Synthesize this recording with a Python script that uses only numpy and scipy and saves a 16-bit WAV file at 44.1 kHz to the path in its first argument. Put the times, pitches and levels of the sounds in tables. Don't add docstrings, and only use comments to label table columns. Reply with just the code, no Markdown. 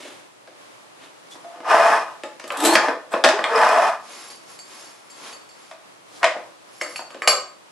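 import sys
import numpy as np
from scipy import signal
from scipy.fft import rfft, irfft, next_fast_len
from scipy.io import wavfile
from scipy.ndimage import map_coordinates

SR = 44100
rng = np.random.default_rng(int(sys.argv[2]) if len(sys.argv) > 2 else 0)


def dump_mix(stems):
    frames = np.atleast_2d(stems).T
    limited = np.clip(frames, -1, 1)
    pcm = np.round(limited * 32767).astype(np.int16)
    wavfile.write(sys.argv[1], SR, pcm)


N = 340011


def amp(db):
    return np.exp(np.asarray(db) * np.log(10) / 20)


def unit(x):
    return x / np.sqrt(np.mean(x ** 2) + 1e-20)


def struck(x):
    return x / np.sqrt(np.mean(x[..., :SR // 50] ** 2) + 1e-20)


def along(points, hz):
    point_hz, value = np.transpose(points)
    return np.interp(np.log(hz + 1), np.log(point_hz + 1), value)


def filtered(x, response):
    n = x.shape[-1]
    padded = next_fast_len(n + 8192, True)
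    spectrum = rfft(x, padded) * response(np.fft.rfftfreq(padded, 1 / SR))
    return irfft(spectrum, padded)[..., :n]


def coloured(x, points):
    size = 2048
    gain = amp(along(points, np.fft.rfftfreq(size, 1 / SR)))
    cepstrum = irfft(np.log(gain))
    fold = np.r_[1, np.full(size // 2 - 1, 2), np.zeros(size // 2)]
    kernel = irfft(np.exp(rfft(cepstrum * fold)))
    return signal.oaconvolve(np.atleast_2d(x), kernel[None], axes=1)[:, :x.shape[-1]]


def band(x, lo_hz, hi_hz):
    return signal.sosfilt(signal.butter(3, [lo_hz, hi_hz], "band", fs=SR, output="sos"), x)


def add(track, s, sound):
    part = track[:, max(round(s * SR), 0):][:, :sound.shape[1]]
    part += sound[:, :part.shape[1]]


def wobble(rate):
    knots = rng.standard_normal(int(N * rate / SR) + 4)
    coarse = np.arange(0, N, 16)
    curve = map_coordinates(knots, [coarse * rate / SR])
    return np.interp(np.arange(N), coarse, curve)


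def grains(rate, spread_db):
    chance = rng.random(N)
    size = np.clip(rng.standard_normal(N), -2, 2)
    return unit((chance < rate / SR) * amp(spread_db * size) * rng.choice([-1, 1], N))


def ring(modes, width_hz):
    t = np.arange(SR // 2) / SR
    hz, db, t60 = np.transpose(modes)[:, :, None]
    level = db + 1.5 * rng.standard_normal(hz.shape) - 60 * t / t60
    slopes = rng.standard_normal((len(hz), len(t) // 128 + 1))
    steps = np.repeat(slopes, 128, axis=1)[:, :len(t)]
    drift = np.cumsum(steps, axis=1) * np.sqrt(2 * np.pi * width_hz / SR / 128)
    tones = np.sin(2 * np.pi * hz * t + drift)
    return np.sum(rng.choice([-1, 1], hz.shape) * amp(level) * tones, axis=0)


def crack(spectrum, t60):
    t = np.arange(SR // 2) / SR
    return coloured(rng.standard_normal(len(t)) * amp(-60 * t / t60), spectrum)


def resonances(hz, peaks):
    total = 0
    for k, (centre, width, db) in enumerate(peaks):
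        damping = 1j * hz * width
        total = total + (-1) ** k * amp(db) * damping / (centre * centre - hz * hz + damping)
    return total


SAG_DB_PER_S = 10.5
RELEASE_DB = 20


def push(start, attack, hold, release):
    t = np.arange(N) / SR - start
    sag = -SAG_DB_PER_S * np.clip(t - attack, 0, hold)
    fall = -RELEASE_DB * np.maximum(t - attack - hold, 0) / release
    return np.clip(t / attack, 0, 1) ** 2 * amp(np.maximum(sag + fall, -200))


def glide(judder, start, start_hz, hz_per_s):
    hz = start_hz + hz_per_s * np.clip(np.arange(N) / SR - start, 0, 1)
    return unit(np.real(judder * np.exp(2j * np.pi * np.cumsum(hz) / SR)))


def diffuse(pair, width):
    side = filtered(pair[1], lambda hz: amp(along(width, hz)))
    return np.array([pair[0] + side, pair[0] - side])


# pitch_hz, t60_s
ROOM_DECAY = [(150, 0.22), (400, 0.46), (1000, 0.4), (2800, 0.35), (7000, 0.35), (12000, 0.2)]
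# pitch_hz, side_level_db (against mid)
ROOM_WIDTH = [(50, -6), (125, -12), (300, -16), (700, -15), (1400, -10), (2800, -5), (5500, -2), (10000, 0)]


def bathroom(x, wet_db):
    hz, t, grid = signal.stft(rng.standard_normal((2, SR // 2)), SR, nperseg=256)
    decay = amp(-60 * t / along(ROOM_DECAY, hz)[:, None])
    tail = signal.istft(grid * decay, SR, nperseg=256)[1]
    tail = diffuse(tail / np.linalg.norm(tail[0]), ROOM_WIDTH)
    tail = np.pad(tail, ((0, 0), (SR // 400, 0)))
    x = np.atleast_2d(x)
    return x + amp(wet_db) * signal.fftconvolve(x, tail, axes=1)[:, :x.shape[1]]


# (relative, per Hz)
HUSH_SPECTRUM = [(15, -80), (25, -8), (49, -63), (90, -20), (112, -8), (257, -10), (293, -4), (450, -6),
                 (558, -2.5), (811, -4.5), (1090, -3.5), (1500, -8.5), (4040, -14), (10300, -20.5),
                 (15000, -36)]
# pitch_hz, side_level_db (against mid)
HUSH_WIDTH = [(60, -19), (110, -2), (200, 5), (380, 4), (700, 2), (1290, 2), (2380, 2), (4400, 0),
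              (8120, 0), (15000, 3)]


def air():
    noise = diffuse(rng.standard_normal((2, N)), HUSH_WIDTH)
    hush = unit(coloured(noise, HUSH_SPECTRUM))
    return amp(-46 + 1.2 * wobble(9.8)) * hush


# start_s, attack_s, hold_s, release_s, rub_level_db, swish_level_db
RUSTLES = [(0, 0.0017, 0.075, .18, -40, -44.5), (.93, 0.11, .01, 0.11, -46, -53),
           (1.291, .022, .015, 0.1, -54, -45), (6.027, 0.14, .035, 0.041, -58, -49)]
# (relative, per Hz)
CLOTH_SPECTRUM = [(150, -23), (300, 2), (1200, -6), (2200, -5.5), (3500, -0.5), (6000, -2), (11000, -9),
                  (13500, -25)]


def clothing():
    fibres = bathroom(coloured(grains(rate=3800, spread_db=5.5), CLOTH_SPECTRUM), wet_db=-4.5)
    rub = unit(band(fibres, 200, 3000))
    swish = unit(band(fibres, 3000, 13000))
    out = np.zeros((2, N))
    for *timing, rub_db, swish_db in RUSTLES:
        out += push(*timing) * (amp(rub_db) * rub + amp(swish_db) * swish)
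    return out


# start_s, clack_level_db, thump_db, edge_db (both over the clack)
KNOCKS = [(.051, -52.5, 12, -8), (.474, -48, 1.5, -12), (1.354, -44.5, -3.5, -28), (1.444, -42.5, -5, -32),
          (1.559, -46, 0, -20), (1.603, -42, 2, -17), (2.235, -32, -2.5, -12), (2.397, -40.5, -10, -4.5),
          (2.44, -40, 1.5, -6), (2.753, -14, -9, -9), (2.883, -19, -3, -31), (3.138, -20.5, -2, -38),
          (3.239, -11.5, -7.5, -11.5), (3.245, -13, -9, -9), (3.288, -17.5, -18, -10.5),
          (3.39, -20.5, -9, -29), (5.712, -38.5, -19, -16), (6.23, -15, -17, -22.5),
          (6.242, -15.5, -15, -14.5), (6.364, -35, -1, -30), (6.813, -33, 0.5, -13), (6.992, -32, -11, -27),
          (7.145, -41, 2.5, -13)]
# pitch_hz, level_db, t60_s
FRAME_MODES = [(302, -11, .25), (345, -9, .3), (502, -3, .25), (587, -3, .25), (655, -1, .17),
               (785, -4, .15), (851, -1, .25), (1075, -6, .2), (1240, -2, .2), (1450, -7, .22),
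               (1650, -8, .15), (1787, -9, .15), (1879, -8, .2), (2450, -10, .15), (2900, -16, .15),
               (4100, -22, .2), (5230, -24, .45)]
# (relative, per Hz)
CLACK_SPECTRUM = [(29, -145), (50, -34), (346, -8.5), (439, -11.5), (643, 2), (856, -8), (941, -4),
                  (1220, -5.5), (4770, -19), (5250, -22.5), (5640, -25), (10200, -38), (15000, -64)]
CRACK_DB, CRACK_SHARE = 2.5, 0.49


def knocks():
    out = np.zeros((2, N))
    edges_hz = [210, 560, 1800, 5600, 14000]
    for s, db, thump_db, edge_db in KNOCKS:
        clack = struck(bathroom(crack(CLACK_SPECTRUM, t60=.028), wet_db=-1.5))
        frame = struck(bathroom(ring(FRAME_MODES, width_hz=4), wet_db=-4))
        blow = clack + amp(-7) * frame
        weights = amp([thump_db, 0, CRACK_DB + CRACK_SHARE * edge_db, edge_db])
        bands = zip(weights, edges_hz, edges_hz[1:])
        add(out, s, amp(db) * sum(w * struck(band(blow, lo, hi)) for w, lo, hi in bands))
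    return out


# start_s, pitch_hz, peak_level_db, length_s
SQUEAKS = [(1.309, 3410, -40.5, 0.037), (3.105, 8160, -45, 0.042), (3.557, 5490, -19, 0.0084),
           (6.806, 5450, -33, 0.019)]


def squeak():
    out = np.zeros(N)
    for s, hz, db, length in SQUEAKS:
        swell = np.sin(np.pi * np.clip((np.arange(N) / SR - s) / length, 0, 1))
        pitch = hz * (1 + .025 * wobble(300))
        out += amp(db) * swell * np.sin(2 * np.pi * np.cumsum(pitch) / SR)
    return bathroom(out, wet_db=-8.0)


# start_s, attack_s, hold_s, release_s, rattle_level_db
STROKES = [(1.422, 0.13, 0.095, .08, -46), (1.623, 0.096, .23, 0.15, -12), (2.401, .3, .19, .11, -19.5),
           (3.098, 0.043, 0.012, 0.11, -24), (3.27, 0.041, 0.14, 0.09, -29.5),
           (3.414, 0.17, 0.3, 0.12, -13), (6.2, 0.026, .002, .015, -32.5)]
# pitch_hz, width_hz, level_db
RAIL_PEAKS = [(860, 45, -4), (1075, 60, 0), (1230, 45, -2), (1310, 70, -6), (1480, 70, -9), (1745, 110, -7),
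              (2100, 90, -17), (2470, 60, -14), (5400, 200, -25)]
# pitch_hz, width_hz, level_db
PLATE_PEAKS = [(585, 30, -4), (640, 40, -1), (688, 35, 0), (735, 40, -7)]
# (relative, per Hz)
BEARING_SPECTRUM = [(29, -84), (50, -68), (86, -57), (260, -18), (398, -21), (448, -7), (541, -13.5),
                    (669, 2.5), (808, -5), (1070, -6.5), (2390, -19.5), (3920, -29.5), (5450, -30),
                    (11300, -38), (14000, -104)]
NEAR_END_PASSES = [1.745, 3.805]
BOOM_DB, PASS_DB, PASS_S = -10, 6.5, 0.047
TREBLE_HZ, BRIGHTENS = 2250, 1.1


def carriage():
    rails = unit(filtered(grains(rate=1700, spread_db=4.5), lambda hz: resonances(hz, RAIL_PEAKS)))
    plate = filtered(grains(rate=900, spread_db=7), lambda hz: resonances(hz, PLATE_PEAKS))
    grit = unit(coloured(grains(rate=900, spread_db=2.0), BEARING_SPECTRUM))
    rattle = unit(bathroom(rails + grit, wet_db=-1.5)) * amp(wobble(45))
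    treble = filtered(rattle, lambda hz: hz ** 4 / (hz ** 4 + TREBLE_HZ ** 4))
    boom = unit(bathroom(plate, wet_db=6))
    t = np.arange(N) / SR
    near_end = sum(np.exp(-((t - s) / PASS_S) ** 2) for s in NEAR_END_PASSES)
    body = rattle - treble + amp(BOOM_DB + PASS_DB * near_end) * boom
    out = np.zeros((2, N))
    for *timing, db in STROKES:
        speed = push(*timing)
        out += amp(db) * (speed * body + speed ** BRIGHTENS * treble)
    return out


# start_s, attack_s, hold_s, release_s, starting pitch_hz, level_db
GROANS = [(1.426, 0.026, 0.14, .05, 665, -43), (2.552, 0.09, 0.11, 0.11, 280.7, -22.5),
          (2.855, 0.038, .01, 0.048, 286, -32), (3.294, .04, 0.029, 0.037, 379, -29),
          (3.483, 0.041, .09, 0.18, 441, -23.5)]
GROAN_HZ_PER_S = 300


def groans():
    judder = wobble(55) + 1j * wobble(55)
    out = np.zeros(N)
    for start, *shape, hz, db in GROANS:
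        out += amp(db) * push(start, *shape) * glide(judder, start, hz, GROAN_HZ_PER_S)
    return bathroom(out, wet_db=-15)


# start_s, attack_s, hold_s, release_s, crackle_level_db
SCORES = [(2.54, 0.119, 0.086, 0.029, -18.5), (3.102, 0.026, .005, 0.015, -35.5)]
# start_s, level_db
CHIPS = [(2.478, -42), (2.521, -40.5), (2.572, -34), (2.604, -30.5), (2.65, -21.5)]
# (relative, per Hz)
GLAZE_SPECTRUM = [(50, -38), (200, -5), (500, 9.5), (1500, -3), (2500, -3.5), (4200, -4.5), (5400, -11),
                  (6800, -8.5), (8100, -2), (9300, -10.5), (11500, -5.5), (12800, -20), (14000, -25)]
SCREECH_HZ, SCREECH_HZ_PER_S, SCREECH_DB = 3400, 5000, -11


def wheel():
    fractures = grains(rate=800, spread_db=6) * amp(3.5 * wobble(160))
    crackle = unit(bathroom(coloured(fractures, GLAZE_SPECTRUM), wet_db=1.5))
    judder = wobble(350) + 1j * wobble(350)
    out = np.zeros((2, N))
    for start, attack, hold, release, db in SCORES:
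        screech = glide(judder, start, SCREECH_HZ, SCREECH_HZ_PER_S)
        out += amp(db) * push(start, attack, hold, release) * (crackle + amp(SCREECH_DB) * screech)
    for s, db in CHIPS:
        chip = band(crack(GLAZE_SPECTRUM, t60=.03), 2500, 15000)
        add(out, s, amp(db) * struck(bathroom(chip, wet_db=-3)))
    return out


# start_s, chink_level_db, tile_ring_level_db, bed_ring_level_db
CLINKS = [(2.504, -29.5, -52, -29), (2.756, -16, -34, -39), (3.139, -31.5, -59, -40),
          (3.441, -22, -53.5, -25), (4.134, -49.5, -47, -56), (4.303, -56, -43, -64),
          (4.59, -52, -39.5, -74), (5.1, -60, -45, -74), (5.327, -44, -42, -52), (5.49, -64, -50.5, -66),
          (6.231, -26, -57, -40), (6.243, -21, -51, -35), (6.813, -26.5, -33.5, -35),
          (6.959, -33, -33.5, -47), (7.105, -47, -50, -45), (7.22, -28, -38.5, -31),
          (7.275, -14.5, -13.5, -16.5)]
# (relative, per Hz)
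CHINK_SPECTRUM = [(30, -54), (100, -26), (220, -12), (350, -21), (600, -0.5), (1200, -4.5), (2300, 6),
                  (3500, -6), (6000, -25.5), (8000, -24), (11500, -37), (15000, -38)]
# pitch_hz, level_db, t60_s
BED_MODES = [(380, -11, .25), (505, -7, .2), (582, -2, .22), (760, -12, .15), (1035, -3, .22),
             (1120, -5, .25), (1200, -3, .22), (1245, -2, .33), (1330, -9, .15), (1535, -8, .28),
             (1610, -8, .2)]
# pitch_hz, level_db, t60_s (shortened in clinks())
TILE_MODES = [(4500, -4, .2), (4540, 0, .33), (4575, -3, .22), (5120, -9, .15), (5480, -6, .15),
              (6510, -6, .2), (6630, -9, .2), (7512, -3, .33), (7560, -7, .2), (8730, -13, .15),
              (9050, -13, .15), (10720, -7, .22), (10850, -10, .15), (11190, -9, .25)]
RING_SHARE = 0.56
CHATTER_HZ = 22
EDGE_DB, EDGE_GROWS = 12, 2.33


def clinks():
    out = np.zeros((2, N))
    shortened = [(hz, level, t60 * RING_SHARE) for hz, level, t60 in TILE_MODES]
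    for s, chink_db, tile_db, bed_db in CLINKS:
        splinter = struck(band(crack(CHINK_SPECTRUM, t60=0.018), 4050, 9700))
        edge = amp(EDGE_DB + EDGE_GROWS * chink_db) * splinter
        contact = amp(chink_db) * struck(crack(CHINK_SPECTRUM, t60=0.019)) + edge
        tile = struck(bathroom(ring(shortened, 2 * CHATTER_HZ), wet_db=-1))
        bed = struck(band(bathroom(ring(BED_MODES, CHATTER_HZ), wet_db=0), 350, 3000))
        add(out, s, bathroom(contact, wet_db=-3.5) + amp(tile_db) * tile + amp(bed_db) * bed)
    return out


# start_s, attack_s, hold_s, release_s, rasp_level_db, ringing_level_db
SLIDES = [(3.95, 0.16, 0.21, 0.16, -40.5, -44), (4.433, 0.066, 0.063, 0.086, -49.5, -48.5),
          (4.608, 0.11, 0.14, 0.31, -43, -47), (5.074, 0.18, 0.055, 0.08, -38.5, -46),
          (5.425, 0.22, 0.084, 0.052, -50.5, -54), (6.62, 0.24, .08, 0.05, -45.5, -44.5)]
# (relative, per Hz)
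RASP_SPECTRUM = [(88, -29), (150, -60), (202, -14), (451, -11), (733, -13), (1090, -8), (1260, -12.5),
                 (4570, -16.5), (8150, -24), (11000, -23), (13000, -62)]


def sliding():
    rasp = unit(bathroom(coloured(grains(rate=3100, spread_db=8), RASP_SPECTRUM), wet_db=7.0))
    catches = grains(rate=900, spread_db=4) * amp(2 * wobble(30))
    damped = [(hz, 80, db) for hz, db, t60 in TILE_MODES]
    singing = unit(bathroom(filtered(catches, lambda hz: resonances(hz, damped)), wet_db=-2))
    out = np.zeros((2, N))
    for *timing, rasp_db, ring_db in SLIDES:
        out += push(*timing) * (amp(rasp_db) * rasp + amp(ring_db) * singing)
    return out


def scene():
    cutter = knocks() + squeak() + carriage() + groans() + wheel() + clinks() + sliding()
    balance = amp([[.35], [-.35]])
    return air() + clothing() + cutter * balance


def record(dry):
    dull = coloured(dry, [(11500, -1.0), (12500, -3.0), (13500, -21), (15500, -14)])
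    rounded = dull / (1 + dull ** 10) ** (1 / 10)
    return filtered(rounded, lambda hz: hz ** 2 / np.hypot(hz ** 2, 100 ** 2) / (1 + (hz / 15500) ** 80))


dry = scene()
out = record(dry)
dump_mix(out)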